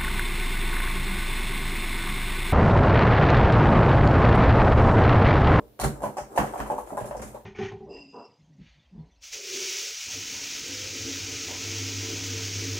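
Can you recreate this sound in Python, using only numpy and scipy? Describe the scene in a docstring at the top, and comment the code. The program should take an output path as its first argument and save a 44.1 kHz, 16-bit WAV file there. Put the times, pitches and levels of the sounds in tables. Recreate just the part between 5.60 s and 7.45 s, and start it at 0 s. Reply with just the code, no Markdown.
"""A small, bare room: a homemade cardboard arcade controller is played on a desk before two microphones.
Buttons and stick knock on the hollow box, their switches click, and the hands thump the box onto the desk.
Each blow is a push, a rattle and a room tail of noise, filtered to its colour; box and desk add damped sines.
The stick scrapes in its cardboard gate as random grains smeared by the room, and the hollow box rumbles as
resonant noise, over a faint rumble and hiss of filtered noise."""
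import sys
import numpy as np
from scipy import signal
from scipy.fft import rfft, irfft, next_fast_len
from scipy.io import wavfile

SR = 44100
rng = np.random.default_rng(int(sys.argv[2]) if len(sys.argv) > 2 else 0)


def put_to_file(sound):
    """Save the sound as 16-bit audio at rate SR, in the file named by the first command-line argument."""
    columns = np.atleast_2d(sound).T  # one column per channel
    safe = np.clip(columns, -1, 1)
    whole_steps = np.round(safe * 32767)
    wavfile.write(sys.argv[1], SR, whole_steps.astype(np.int16))


N = 81585  # length in samples
HIT_T = np.arange(int(.55 * SR)) / SR  # time within one blow, s


def knocks():
    """Buttons and stick knock the hollow box; hard landings add a bright edge with a strong room tail."""
    # Each row: start in seconds, level in dB, hard edge in dB relative to the knock, pitch ratio of the knock's colour.
    knock_rows = [(0.001, -43.5, -19, 0.75), (0.192, -37.5, -0.5, 0.66), (0.1976, -29, -7.5, 1.13),
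                  (0.215, -31, -1.5, 1.03), (0.234, -28.5, -0.5, 0.94), (0.2434, -25, -6.5, 0.99),
                  (0.3662, -43.5, -23, 0.86), (0.405, -39, -23, 0.92), (0.420, -33, -24, 0.97),
                  (0.433, -33.5, -18, 1.14), (0.4385, -23, -18, 0.966), (0.455, -27.5, -11, 0.99),
                  (0.569, -28.5, -11.5, 1.12), (0.582, -27.5, -9.5, 0.89), (0.760, -31.5, -12, 1.04),
                  (0.7758, -17, -7.5, 1.045), (0.780, -19, -4, 1.08), (0.801, -24.5, -6, 0.99),
                  (0.815, -31.5, -7, 1.16), (0.839, -27.5, -15, 0.87), (0.875, -38, -1.5, 0.68),
                  (0.9364, -29.5, -16, 0.92), (0.957, -33, -9.5, 1), (0.994, -35.5, -20, 1.18),
                  (1.002, -29.5, -0.5, 0.98), (1.060, -35.5, -6, 1.08), (1.1005, -22, -19.5, 1.05),
                  (1.121, -28.5, -18, 0.97), (1.166, -40, -13, 0.74), (1.182, -29.5, -25, 1.1),
                  (1.1864, -32, -16, 1.13), (1.305, -36, -35, 1.23), (1.326, -33, -30, 0.74),
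                  (1.371, -30.5, -24, 0.95), (1.376, -26.5, -24, 1.025), (1.402, -37, -4.5, 0.88),
                  (1.4442, -35, -9, 0.86), (1.5104, -29.5, -11, 0.97), (1.549, -31, -19, 0.93),
                  (1.596, -44, -0.5, 0.75), (1.622, -39.5, -3, 0.97), (1.7457, -35.5, -21, 0.67),
                  (1.758, -42, -19, 1.22)]
    # Lasting rings of the box. Each row: frequency in Hz, relative level in dB, t60 in seconds.
    box_modes = [(396, -8, 0.41), (495.5, 0, 0.31), (584.6, 5, 0.27), (634.6, -6.5, 0.21), (741, -8, 0.27),
                 (797, -7, 0.28), (833, 7, 0.084), (861, 2, 0.2), (950, -7, 0.35), (1008, -3.5, 0.2),
                 (1087, -3, 0.13), (1250, -21, 0.14), (1700, -28, 0.3)]
    # Colour of the hollow knock. Each row: frequency in Hz, gain in dB.
    knock_colour = [(120, -24), (300, -14.5), (450, -16), (600, 2.5), (780, 1.5), (1000, -3.5),
                    (1200, -21.5), (1600, -18), (2500, -63.5), (5000, -52.5)]
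    # Colour of the hard edge. Each row: frequency in Hz, gain in dB.
    edge_colour = [(500, -21.5), (1100, 3.5), (1700, -3), (2300, -11), (3200, -14), (3600, -25.5),
                   (6000, -22), (12000, -26.5)]
    ring_db = -3  # the box's ring relative to the knock, before choking
    damping_edge_db = -11  # landings harder than this hold the lid down and choke its ring
    out = np.zeros((2, N))
    for start_s, db, edge_db, pitch in knock_rows:
        hit = contact(rattle_t60=0.028, rattle_db=0, room_t60=0.18, room_db=-2, build_s=0.012, width=0.78)
        hit = dent(reflect(hit), depth_db=6.0, order=260)
        knock = unit(colour(hit, knock_colour, pitch))

        choke = np.hypot(1, undb(edge_db - damping_edge_db))
        lid = ring(box_modes, scatter_db=4.0, spread=0.41, attack_s=0.0027) / choke
        body = knock + undb(ring_db) * lid

        crack = contact(rattle_t60=0.057, rattle_db=3.5, room_t60=0.25, room_db=8.5, build_s=0.0028)
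        edge = unit(colour(dent(crack, depth_db=1.5, order=200), edge_colour))
        add(out, start_s, undb(db) * (body + undb(edge_db) * edge))
    return out


def thumps():
    """The hands' weight thuds through the box into the desk; where it lands decides which modes ring most."""
    # Each row: start in seconds, level in dB, deep boom in dB relative to the thump,
    # frequency in Hz around which the desk rings most.
    thump_rows = [(0.005, -49, 2, 210), (0.198, -37, 2, 131), (0.217, -35, 10, 192),
                  (0.237, -27.5, 10, 360), (0.25, -21.5, -12, 152.4), (0.300, -36.5, -8, 144),
                  (0.33, -44, 11, 200), (0.434, -32, -4, 210), (0.461, -34.5, -12, 118),
                  (0.608, -43.5, 7, 138), (0.777, -31, 4, 245), (0.792, -25, -2, 201),
                  (0.827, -40, -14, 144), (0.999, -33, 6, 220), (1.116, -35, -23, 270),
                  (1.322, -37.5, -25, 231), (1.413, -35, -1, 117), (1.483, -42, -9, 151),
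                  (1.602, -38.5, 3, 199), (1.634, -41.5, 9.5, 152), (1.668, -50, -3, 198)]
    # Rings of the desk under the box. Each row: frequency in Hz, relative level in dB, t60 in seconds.
    desk_modes = [(117.1, 9.5, 0.12), (141.5, 5, 0.2), (212, -1, 0.3), (276.4, 2, 0.28), (291.4, -5, 0.26),
                  (399.2, 7.5, 0.16)]
    # Deep boom. Each row: frequency in Hz, relative level in dB, t60 in seconds.
    boom_modes = [(54.5, 33, 0.16), (66.4, -7, 0.059)]
    # Colour of the thud. Each row: frequency in Hz, gain in dB.
    thud_colour = [(25, -15), (50, -7.5), (90, -15), (135, -3.5), (230, -3), (400, -8.5), (600, -14.5),
                   (1500, -46)]
    thud_db = -1  # relative to the ring of the desk
    focus_db_per_octave = 21.5  # how fast desk modes weaken away from the focus
    out = np.zeros((2, N))
    for start_s, db, boom_db, focus_hz in thump_rows:
        hit = contact(rattle_t60=0.12, rattle_db=-12.5, room_t60=0.21, room_db=0.5, build_s=0.023)
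        thud = unit(colour(hit, thud_colour))
        focused_modes = []
        for hz, mode_db, t60 in desk_modes:
            octaves_away = abs(np.log2(hz / focus_hz))
            focused_modes.append((hz, mode_db - focus_db_per_octave * octaves_away, t60))
        desk = ring(focused_modes, scatter_db=1, spread=.2, attack_s=.008)
        boom = ring(boom_modes, scatter_db=1, spread=.3, attack_s=.01)
        add(out, start_s, undb(db) * (undb(thud_db) * thud + desk + undb(boom_db) * boom))
    return out


def snaps():
    """The button switches snap over and ring briefly, heard mostly by way of the walls."""
    # Each row: start in seconds, level in dB.
    snap_rows = [(0.1987, -33), (0.211, -32), (0.24, -30)]
    # Resonances of a switch. Each row: frequency in Hz, width in Hz, relative level in dB.
    switch_modes = [(4160, 75, 4), (4400, 130, 7), (5620, 450, -6), (7000, 2100, -6), (9400, 170, -8),
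                    (10500, 380, 4), (14200, 1250, 15)]
    # Colour of a snap. Each row: frequency in Hz, gain in dB.
    switch_colour = [(1500, 6), (4000, 3.5), (9000, 11), (15000, -16.5)]
    out = np.zeros((2, N))
    for start_s, db in snap_rows:
        hit = contact(rattle_t60=0.06, rattle_db=14, room_t60=0.22, room_db=15, build_s=0.0057)
        snap = unit(colour(resonate(hit, switch_modes), switch_colour))
        add(out, start_s, undb(db) * snap)
    return out


def releases():
    """A let-go button ticks as its spring returns it, a broad click that the room draws out."""
    # Each row: start in seconds, level in dB.
    release_rows = [(0.570, -40.5), (0.582, -43.5), (1.5676, -45.5), (1.618, -43.5)]
    # Colour of the tick. Each row: frequency in Hz, gain in dB.
    release_colour = [(1000, -4), (2200, 1), (3800, -21), (4700, -6), (5500, 2), (8600, -3), (10000, -6),
                      (15000, -22)]
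    out = np.zeros((2, N))
    for start_s, db in release_rows:
        hit = contact(rattle_t60=0.1, rattle_db=12, room_t60=0.3, room_db=14.5, build_s=0.01)
        add(out, start_s, undb(db) * unit(colour(hit, release_colour)))
    return out


def clicks():
    """Button caps and stick click lightly and brightly on the cardboard, heard mostly by way of the walls."""
    # Each row: start in seconds, level in dB, tilt of the colour in dB per octave.
    click_rows = [(0.238, -32, -4), (0.4206, -44.5, -1), (0.433, -43, -2.5), (0.445, -46.5, 11),
                  (0.7616, -38.5, -2), (0.776, -35, -5), (0.861, -44, -4.5), (0.942, -50, 3),
                  (0.9785, -42, -4), (1.0675, -48.5, -2), (1.107, -46, -3), (1.18, -45, 1),
                  (1.266, -50.5, -5), (1.290, -51, 4), (1.371, -41.5, -1), (1.405, -47.5, -5),
                  (1.458, -43.5, 1), (1.6183, -40, -2), (1.674, -47.5, -0.5), (1.7471, -52.5, -4)]
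    # Colour of a click. Each row: frequency in Hz, gain in dB.
    click_colour = [(900, -15), (2000, 1), (3400, -6.5), (4300, -5.5), (5100, -8), (6500, 2.5), (8000, 3.5),
                    (10200, 5), (12000, 1.5), (14300, -9.5), (15500, -34)]
    out = np.zeros((2, N))
    for start_s, db, tilt_db in click_rows:
        hit = contact(rattle_t60=0.1, rattle_db=0, room_t60=0.32, room_db=11.0, build_s=0.0034)
        hit = dent(hit, depth_db=4.0, order=90)
        add(out, start_s, undb(db) * unit(colour(hit, click_colour, tilt_db=tilt_db)))
    return out


def scrape():
    """The stick catches and slips in its gate in small, uneven grains that the room smears."""
    # Level of the scraping stick. Each row: time in seconds, level in dB.
    scrape_levels = [(0, -53), (.18, -79), (.36, -44), (.52, -47.5), (.68, -51.5), (0.76, -40), (.98, -39),
                     (1.08, -42.5), (1.16, -42), (1.25, -46), (1.351, -44.5), (1.48, -43.5), (1.65, -45),
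                     (1.72, -45), (1.85, -60.5)]
    # Colour of the scraping. Each row: frequency in Hz, gain in dB.
    scrape_colour = [(150, -15), (300, -0.5), (600, 0.5), (1000, -0.5), (1500, -16.5), (3000, -33),
                     (5000, -32), (8000, -22), (11000, -28), (14000, -32), (15500, -59)]
    grains_per_s = 500  # on average
    chance, size = rng.random(N), rng.standard_normal(N)
    grains = (chance < grains_per_s / SR) * size
    room = contact(rattle_t60=0.035, rattle_db=7, room_t60=0.2, room_db=6, build_s=0.018)
    smeared = signal.fftconvolve(grains[None], room, axes=1)[:, :N]
    return ride(colour(smeared, scrape_colour), scrape_levels)


def rumble():
    """The shifting hands keep the hollow box rumbling: noise through its resonances, twice over."""
    # Air and panel resonances of the box. Each row: frequency in Hz, width in Hz, relative level in dB.
    rumble_modes = [(54, 8.1, -4.5), (120, 2.5, -5), (213.4, 16, -18)]
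    # Level of the rumble. Each row: time in seconds, level in dB.
    rumble_levels = [(0, -46), (.16, -59.5), (.31, -71), (.40, -42), (0.559, -58), (.68, -52),
                     (0.922, -43.5), (1.2, -42.5), (1.3, -54.5), (1.5, -41.5), (1.66, -44), (1.82, -56)]
    narrow = resonate(diffuse(N, width=0.77), rumble_modes)
    wider_modes = [(hz, 3 * width_hz, 0) for hz, width_hz, _ in rumble_modes]
    return ride(resonate(narrow, wider_modes), rumble_levels)


def room_tone():
    """Faint steady rumble and hiss: filtered noise from all sides."""
    # Colour of the room tone. Each row: frequency in Hz, gain in dB.
    tone_colour = [(25, -37), (55, -17), (90, 3), (125, -9), (300, -0.5), (500, 1.5), (1000, -16),
                   (2000, -21), (4000, -22), (8000, -28.5), (15000, -18.5)]
    tone = colour(diffuse(N), tone_colour)
    return tone / tone.std() * undb(-58)


def contact(rattle_t60, rattle_db, room_t60, room_db, build_s, width=1):
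    """One push, a short rattle of cardboard and desk reflections, then the room's tail building and dying."""
    lead_s = .00009  # the left microphone hears the push this much sooner
    arrival_s = np.array([[lead_s], [2 * lead_s]])
    push = np.sinc((HIT_T - arrival_s) * SR)
    rattle = diffuse(len(HIT_T), width) * fade(rattle_t60)
    build = 1 - np.exp(-HIT_T / build_s)
    room = diffuse(len(HIT_T), width) * fade(room_t60) * build
    return unit(push) + undb(rattle_db) * unit(rattle) + undb(room_db) * unit(room)


def ring(modes, scatter_db, spread, attack_s):
    """Damped modes, weighted and detuned anew at each blow by the hands' load, phase-shifted per microphone."""
    drift = .012  # typical detuning, as a fraction of the frequency; spread is a phase in radians
    out = 0
    for (hz, db, t60), (size, shift, detune) in zip(modes, rng.standard_normal((len(modes), 3))):
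        phase = spread * shift * np.array([[1], [-1]])
        angle = 2 * np.pi * hz * (1 + drift * detune) * HIT_T + phase
        out = out + undb(db + scatter_db * size) * fade(t60) * np.sin(angle)
    return unit(out * (1 - np.exp(-HIT_T / attack_s)))


def resonate(x, modes):
    """Pass a sound through parallel resonances (Hz, width in Hz, dB)."""
    out = 0
    for hz, width_hz, db in modes:
        b, a = signal.iirpeak(hz, hz / width_hz, fs=SR)
        out = out + undb(db) * signal.lfilter(b, a, x)
    return out


def reflect(x):
    """Add the early reflections; their paths change a little with the spot that is struck."""
    # From the screen and from the wall. Each row: typical delay in seconds, level in dB.
    reflections = [(.0052, -4.5), (.0205, -14)]
    out = x
    for (delay_s, db), stray in zip(reflections, rng.standard_normal(len(reflections))):
        lag = int(abs(delay_s * (1 + .04 * stray)) * SR)
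        out = out + undb(db) * np.pad(x, ((0, 0), (lag, 0)))[:, :x.shape[1]]
    return out


def dent(x, depth_db, order):
    """Roughen the spectrum with a random ripple, drawn anew for each hit."""
    spectrum = rfft(x, 2 * x.shape[-1])
    place = np.linspace(0, 1, spectrum.shape[-1])
    ripple = np.interp(place, np.linspace(0, 1, order), rng.standard_normal(order))
    return irfft(spectrum * undb(depth_db * ripple))[..., :x.shape[-1]]


def diffuse(size, width=1):
    """Noise from all sides: alike left and right in the bass, unrelated in the treble."""
    wide_hz, bass_width = 1100, 0.24
    mid, side = rfft(rng.standard_normal((2, size)))
    hz = np.arange(len(mid)) * SR / size
    apart = np.clip(width * np.hypot(bass_width, hz / wide_hz), 0, 1)
    pair = np.array([mid + apart * side, mid - apart * side])
    return irfft(pair / np.hypot(1, apart), size)


def colour(x, points, pitch=1, tilt_db=0):
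    """Causal minimum-phase filter through (Hz, dB) points, shifted in pitch and tilted per octave."""
    n = 2 * next_fast_len(x.shape[-1])
    hz = np.maximum(np.arange(n // 2 + 1) * SR / n, 1)
    octaves_up = np.log2(np.maximum(hz / points[0][0], 1))  # above the first point
    gain_db = on_log(hz / pitch, points) + tilt_db * octaves_up
    # folding the cepstrum forward in time makes the filter causal
    cepstrum = irfft(np.log(undb(gain_db)))
    cepstrum[1:n // 2] *= 2
    cepstrum[n // 2 + 1:] = 0
    return irfft(rfft(x, n) * np.exp(rfft(cepstrum)))[..., :x.shape[-1]]


def on_log(hz, points):
    """Read (Hz, value) points on a log-frequency axis."""
    f, v = np.array(points).T
    return np.interp(np.log(np.maximum(hz, 1)), np.log(f), v)


def undb(db):
    """Turn dB into an amplitude factor."""
    return 10 ** (np.asarray(db) / 20)


def fade(t60):
    """Exponential decay by 60 dB in t60 seconds."""
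    return np.exp(-np.log(1000) * HIT_T / t60)


def unit(x):
    """Scale a hit to the energy of 10 ms at full level."""
    energy = np.mean(np.atleast_2d(x) ** 2, axis=0).sum()
    return x / np.sqrt(energy / (.01 * SR))


def ride(x, levels):
    """Level a lasting sound, then ride it along (s, dB) points."""
    times_s, db = np.array(levels).T
    return x / x.std() * undb(np.interp(np.arange(N) / SR, times_s, db))


def add(out, start_s, sound):
    """Mix a sound in at its time."""
    i = int(start_s * SR)
    out[:, i:i + sound.shape[1]] += sound[:, :N - i]


def scene():
    """Sum the blows, the scraping, the rumble and the room tone."""
    return knocks() + thumps() + snaps() + releases() + clicks() + scrape() + rumble() + room_tone()


def record(dry):
    """The two microphones differ a little in colour; the deepest bass and the top are cut."""
    # Balance of the microphones. 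Each row: frequency in Hz, left minus right in dB.
    balance = [(60, -3), (125, -2.5), (260, -1.4), (600, -0.2), (1200, 0), (2500, 0), (4500, 0.9),
               (8500, -1), (13000, -0.5)]
    low_cut_hz, top_hz = 67.6, 15500
    left = colour(dry[0], [(hz, db / 2) for hz, db in balance])
    right = colour(dry[1], [(hz, -db / 2) for hz, db in balance])
    low_cut = signal.butter(2, low_cut_hz, "high", fs=SR, output="sos")
    top_cut = signal.ellip(10, .2, 80, top_hz, fs=SR, output="sos")
    return signal.sosfilt(top_cut, signal.sosfilt(low_cut, np.array([left, right])))


dry = scene()
out = record(dry)
put_to_file(out)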